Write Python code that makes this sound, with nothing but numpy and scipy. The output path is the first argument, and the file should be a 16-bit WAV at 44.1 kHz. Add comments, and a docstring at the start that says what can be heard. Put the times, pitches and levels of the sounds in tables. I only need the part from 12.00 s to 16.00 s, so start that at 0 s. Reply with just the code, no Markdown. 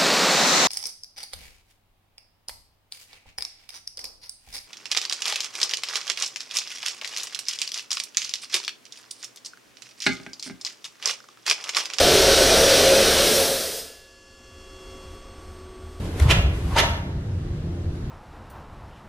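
"""Gas blast in a steel duct

Gas rushes from a nozzle into a steel duct in a small room, with a low roar and a broad hiss.
The flow thins and brightens, whistles briefly and is shut off. The steel rings on over humming
equipment. The camera's gain control, pushed down by the blast, slowly brings the quiet room back up."""
import sys
import numpy as np
from scipy import signal
from scipy.fft import rfft, irfft
from scipy.io import wavfile
from scipy.ndimage import uniform_filter1d, minimum_filter1d

SR = 44100
rng = np.random.default_rng(int(sys.argv[2]) if len(sys.argv) > 2 else 0)


def log_audio(samples):
    """Write samples as a 16-bit WAV file to the path given in sys.argv[1]."""
    # one column per channel
    frames = np.atleast_2d(samples).T
    # limit to full scale, then quantise
    limited = np.clip(frames, -1, 1)
    pcm = np.round(limited * 32767).astype(np.int16)
    wavfile.write(sys.argv[1], SR, pcm)


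N = 176400
T = np.arange(-SR, N) / SR  # time in seconds; the jet starts one second before we listen

# How loud the jet is. Each row: time in seconds, roar level in dB, hiss level in dB.
# All levels in these tables come before the gain control.
JET_LEVELS = [(0, 0, -2), (.9, 0, -0.5), (1.2, -2, -1.5), (1.33, -4.5, -4.5), (1.43, -5, -6),
              (1.52, -11.5, -13), (1.62, -18.5, -16.5), (1.72, -26, -26), (1.81, -25.5, -32)]
# The fine sizzle, strongest as the flow thins. Each row: time in seconds, level in dB.
SIZZLE_LEVELS = [(0, -24), (1.0, -13.5), (1.2, -8), (1.34, -3.5), (1.42, -5.5), (1.55, -10), (1.7, -16),
                 (1.81, -17)]
# The tone colours of the jet's three noises. Each row: frequency in Hz, relative strength in dB.
ROAR_SPECTRUM = [(12, -16), (28, -8), (50, -10), (75, -7.5), (95, -16), (125, -12), (200, -11.5),
                 (320, -6.5), (440, -2.5), (560, -1), (690, -5), (780, -13), (950, -20.5), (1500, -40),
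                 (4000, -70)]
HISS_SPECTRUM = [(300, -17), (900, -6.5), (1150, -5), (1430, 0), (1900, -3.5), (2500, -4), (3300, -1),
                 (4100, 0), (4750, -2.5), (5850, -1), (6400, -6), (7300, -10.5), (8600, -6.5),
                 (9700, -10.5), (12400, -16), (13100, -15), (15500, -20.5)]
SIZZLE_SPECTRUM = [(2000, -14), (5000, -2), (7300, -5), (8900, -1), (10300, -3), (11200, -5.5), (12400, -2),
                   (13100, -8.5), (15500, -5.5)]
# Where the air in the duct resonates. Each row: frequency in Hz, width in Hz, boost in dB.
DUCT_RESONANCES = [(374, 34, 1), (433, 19, 5.5), (542.4, 19, 9), (674, 28, 1)]
# The whistle of the last gas. Each row: time in seconds, pitch in Hz, level in dB.
WHISTLE_PATH = [(1.5, 4800, -25.5), (1.6, 4870, -24), (1.7, 4950, -29), (1.82, 5036, -27.5)]
# The steel's ringing notes, each with a slightly higher twin. Each row: pitch in Hz, level in dB under
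# the opening jet, seconds to fade by 60 dB, gap to the twin in Hz, twin's size as a share of the note.
STEEL_NOTES = [(534.8, -44.5, 8.8, 0.693, 0.18), (1400, -54, 5.8, 1, .2), (1703, -34, 3, 0.21, 0.22),
               (2100, -57, 6.9, .9, .2), (2760, -38, 4.3, 0.82, 0.21), (3334, -44.5, 6.64, 0.786, 0.41),
               (4370, -50.5, 7.1, 7, 0.44), (4450, -56, 5.5, 4, .5), (4651, -51.5, 4.7, 5.5, .5),
               (5240, -50.5, 6.4, 9, 0.53), (5313, -55, 5.3, 3, .6), (5600, -53, 5.7, 6, 0.53),
               (6190, -54, 7.1, 19, 0.62), (7200, -54, 4.5, 8, .6), (7300, -55, 5.1, 5, .6),
               (10300, -64, 5.5, 3.9, .4)]
# The tone colour of the steel's weak overtones. Each row: frequency in Hz, relative strength in dB.
SHIMMER_SPECTRUM = [(2000, -19), (2850, 0), (3700, -7.5), (4600, 0), (6300, -2), (6700, -5), (7200, 4),
                    (8000, -2), (9500, -12), (12500, -24), (15000, -24)]
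# The equipment's hum. Each row: pitch in Hz, level in dB, typical waver in dB.
HUM_TONES = [(373.5, -49.5, 2.7), (1136, -56, 1), (8355, -64.5, 0)]
# The tone colours of the background noises. Each row: frequency in Hz, relative strength in dB.
RUMBLE_SPECTRUM = [(10, -10), (22, 0), (38, 3), (56, -3), (80, -2), (94, -11), (106, -6), (125, -17),
                   (160, -30), (400, -50.5)]
AIR_SPECTRUM = [(60, -6), (150, -6), (190, -2.5), (240, -1.5), (275, -1), (330, -1.5), (430, 0), (490, -7),
                (700, -7.5), (850, -8.5), (1200, -8), (1800, -14), (3000, -17), (5000, -22), (8000, -28.5),
                (11000, -35), (15500, -44)]
FAINT_HISS_SPECTRUM = [(2000, -6), (6000, 3), (10000, -4), (15500, -15)]
# Room resonances in the rumble and air noise. Each row: frequency in Hz, width in Hz, boost in dB.
RUMBLE_RESONANCES = [(80.5, 11.4, 8.5)]
AIR_RESONANCES = [(241, 20, 6), (308, 25, 3.5), (431, 28, 2.5), (687, 43, 6.5)]
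# A faint treble hiss that comes and goes. Each row: time in seconds, level in dB.
FAINT_HISS_LEVELS = [(2.3, -55.5), (2.95, -61), (3.15, -61), (3.29, -74), (3.4, -65), (3.56, -63),
                     (3.74, -82), (3.92, -61), (4, -65)]


def jet(roar_flutter_db=1.54, hiss_flutter_db=0.5, flutter_hz=45):
    """Swirling gas roars in the duct, while the nozzle hisses, sizzles and finally whistles."""
    roar = noise(ROAR_SPECTRUM, DUCT_RESONANCES)
    roar *= from_db(curve(JET_LEVELS, column=1) + roar_flutter_db * wobble(flutter_hz))
    hiss = noise(HISS_SPECTRUM) * from_db(curve(JET_LEVELS, column=2))
    sizzle = noise(SIZZLE_SPECTRUM) * from_db(curve(SIZZLE_LEVELS))
    nozzle = whistle() + (hiss + sizzle) * from_db(hiss_flutter_db * wobble(flutter_hz))
    return (roar + nozzle) * valve()


def whistle(fade_in_s=0.063, jitter_hz=29.7, flutter_db=4):
    """The last of the gas makes a shaky, slightly rising note at the nozzle."""
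    start_s = WHISTLE_PATH[0][0]
    fade_in = np.clip((T - start_s) / fade_in_s, 0, 1)
    note = tone(curve(WHISTLE_PATH, column=1) + jitter_hz * wobble(122))
    level_db = curve(WHISTLE_PATH, column=2) + flutter_db * wobble(80)
    return fade_in * note * from_db(level_db)


def valve(shut_s=1.795, fall_db_per_s=450):
    """The valve stays open (a gain of 1), then quickly chokes off the gas."""
    return from_db(-fall_db_per_s * np.maximum(T - shut_s, 0))


def steel(in_step_s=1.6):
    """The jet sets the duct ringing. Each note and its twin slip in and out of step, so they throb."""
    opening_hiss_db = JET_LEVELS[0][2]
    jet_power = (from_db(curve(JET_LEVELS, column=2) - opening_hiss_db) * valve()) ** 2
    phase_per_hz = 2 * np.pi * (T - in_step_s)
    ring = 0
    for hz, db, fade_s, gap_hz, twin_share in STEEL_NOTES:
        pair = np.sin(hz * phase_per_hz) + twin_share * np.sin((hz + gap_hz) * phase_per_hz)
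        ring += np.sqrt(2) * from_db(db) * pair * ring_strength(jet_power, fade_s)
    return ring + shimmer(jet_power)


def shimmer(jet_power, count=150, level_db=-38, fade_s=3.9):
    """Many weak, high overtones of the steel ring together."""
    spectrum = np.zeros(len(T) // 2 + 1, complex)
    for place, size, phase in rng.random((count, 3)):
        hz = 2200 * 6 ** place  # scattered from 2200 to 13200 Hz
        strength = size * from_db(spectrum_db(SHIMMER_SPECTRUM, hz))
        spectrum[int(hz * len(T) / SR)] = strength * np.exp(2j * np.pi * phase)
    overtones = normalize(irfft(spectrum, len(T)))
    return overtones * from_db(level_db) * ring_strength(jet_power, fade_s)


def ring_strength(jet_power, fade_s):
    """Steel stores the jet's energy and lets it go slowly, losing 60 dB in fade_s seconds."""
    kept = np.exp(-2 * np.log(1000) / (fade_s * SR))  # share of energy left after one sample
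    energy, _ = signal.lfilter([1 - kept], [1, -kept], jet_power, zi=[jet_power[0]])
    return np.sqrt(energy)


def room(sound, paths=5, stir_hz=12):
    """The jet stirs the air, so its sound wanders between different echo paths."""
    shares = np.array([wobble(stir_hz) for _ in range(paths)])
    shares /= np.linalg.norm(shares, axis=0)
    echoes = sum(signal.fftconvolve(sound * share, wall_echoes())[:len(sound)] for share in shares)
    return (sound + echoes) / np.sqrt(2)  # equal parts direct sound and echo


def wall_echoes(split_hz=5000, low_fade_s=0.75, high_fade_s=0.49):
    """Sound scatters off the walls for one second, and the treble dies first."""
    t = np.arange(SR) / SR
    scatter = rng.standard_normal(SR)
    low = signal.sosfilt(signal.butter(2, split_hz, fs=SR, output="sos"), scatter)
    high = signal.sosfilt(signal.butter(2, split_hz, "high", fs=SR, output="sos"), scatter)
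    echoes = low * from_db(-60 * t / low_fade_s) - high * from_db(-60 * t / high_fade_s)
    return echoes / np.linalg.norm(echoes)


def equipment(drift_hz=2.04, rumble_db=-43.5, swell_db=1.5, air_db=-48):
    """Machines give a wavering hum and move the air, with an uneven rumble and a faint hiss."""
    hum = 0
    for hz, db, waver_db in HUM_TONES:
        hum += tone(hz + drift_hz * wobble(7.7)) * from_db(db + waver_db * wobble(3.7))
    rumble = noise(RUMBLE_SPECTRUM, RUMBLE_RESONANCES) * from_db(rumble_db + swell_db * wobble(10))
    air = noise(AIR_SPECTRUM, AIR_RESONANCES) * from_db(air_db)
    faint_hiss = noise(FAINT_HISS_SPECTRUM) * from_db(curve(FAINT_HISS_LEVELS))
    return hum + rumble + air + faint_hiss


def from_db(db):
    """Turn decibels into a number to multiply by."""
    return 10 ** (np.asarray(db) / 20)


def normalize(sound):
    """Scale a signal so its typical size (root mean square) is 1."""
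    return sound / np.sqrt(np.mean(sound ** 2))


def curve(table, column=1):
    """Join one column's values with straight lines over time."""
    rows = np.array(table, float)
    return np.interp(T, rows[:, 0], rows[:, column])


def spectrum_db(spectrum, hz):
    """Look up a tone colour at any frequency, giving each octave equal space."""
    rows = np.array(spectrum, float)
    return np.interp(np.log(np.maximum(hz, 1)), np.log(rows[:, 0]), rows[:, 1])


def noise(spectrum, resonances=()):
    """Noise with a given tone colour, boosted around each resonance."""
    hz = np.fft.rfftfreq(len(T), 1 / SR)
    db = spectrum_db(spectrum, hz)
    for centre_hz, width_hz, boost_db in resonances:
        db += boost_db / (1 + (2 * (hz - centre_hz) / width_hz) ** 2)
    white = rfft(rng.standard_normal(len(T)))
    return normalize(irfft(white * from_db(db), len(T)))


def wobble(rate_hz):
    """A smooth random wiggle of typical size 1, mostly slower than rate_hz."""
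    hz = np.fft.rfftfreq(len(T), 1 / SR)
    white = rfft(rng.standard_normal(len(T)))
    return normalize(irfft(white / (1 + (hz / rate_hz) ** 2) ** 2, len(T)))


def tone(hz):
    """A pure tone that follows a moving pitch."""
    cycles = np.cumsum(hz) / SR + rng.random()
    return np.sqrt(2) * np.sin(2 * np.pi * cycles)


def gain_control(sound, ceiling_db=-14.5, window_s=0.28, hold_s=0.58, recover_db_per_s=16.0):
    """An automatic volume knob: it turns loud sound down, waits, then comes steadily back up."""
    power = uniform_filter1d(sound ** 2, int(window_s * SR))
    level_db = 10 * np.log10(np.maximum(power, 1e-12))
    wanted_db = np.minimum(0, ceiling_db - level_db)
    half_hold = int(hold_s * SR / 2)
    held_db = minimum_filter1d(wanted_db, 2 * half_hold + 1, origin=half_hold, mode="nearest")
    climb_db = recover_db_per_s * np.arange(N) / SR  # the gain may rise no faster than this ramp
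    return from_db(np.minimum.accumulate(held_db - climb_db) + climb_db)


def scene():
    """The echoing jet, the ringing steel and the equipment, the same in both ears."""
    mono = (room(jet()) + steel() + equipment())[-N:]
    return np.array([mono, mono])


def record(dry):
    """The camera sets its own volume and cuts the highest treble."""
    treble_cut = signal.ellip(10, 0.2, 80, 15300, fs=SR, output="sos")  # cuts above 15300 Hz
    return signal.sosfilt(treble_cut, dry * gain_control(dry[0]))


dry = scene()
out = record(dry)
log_audio(out)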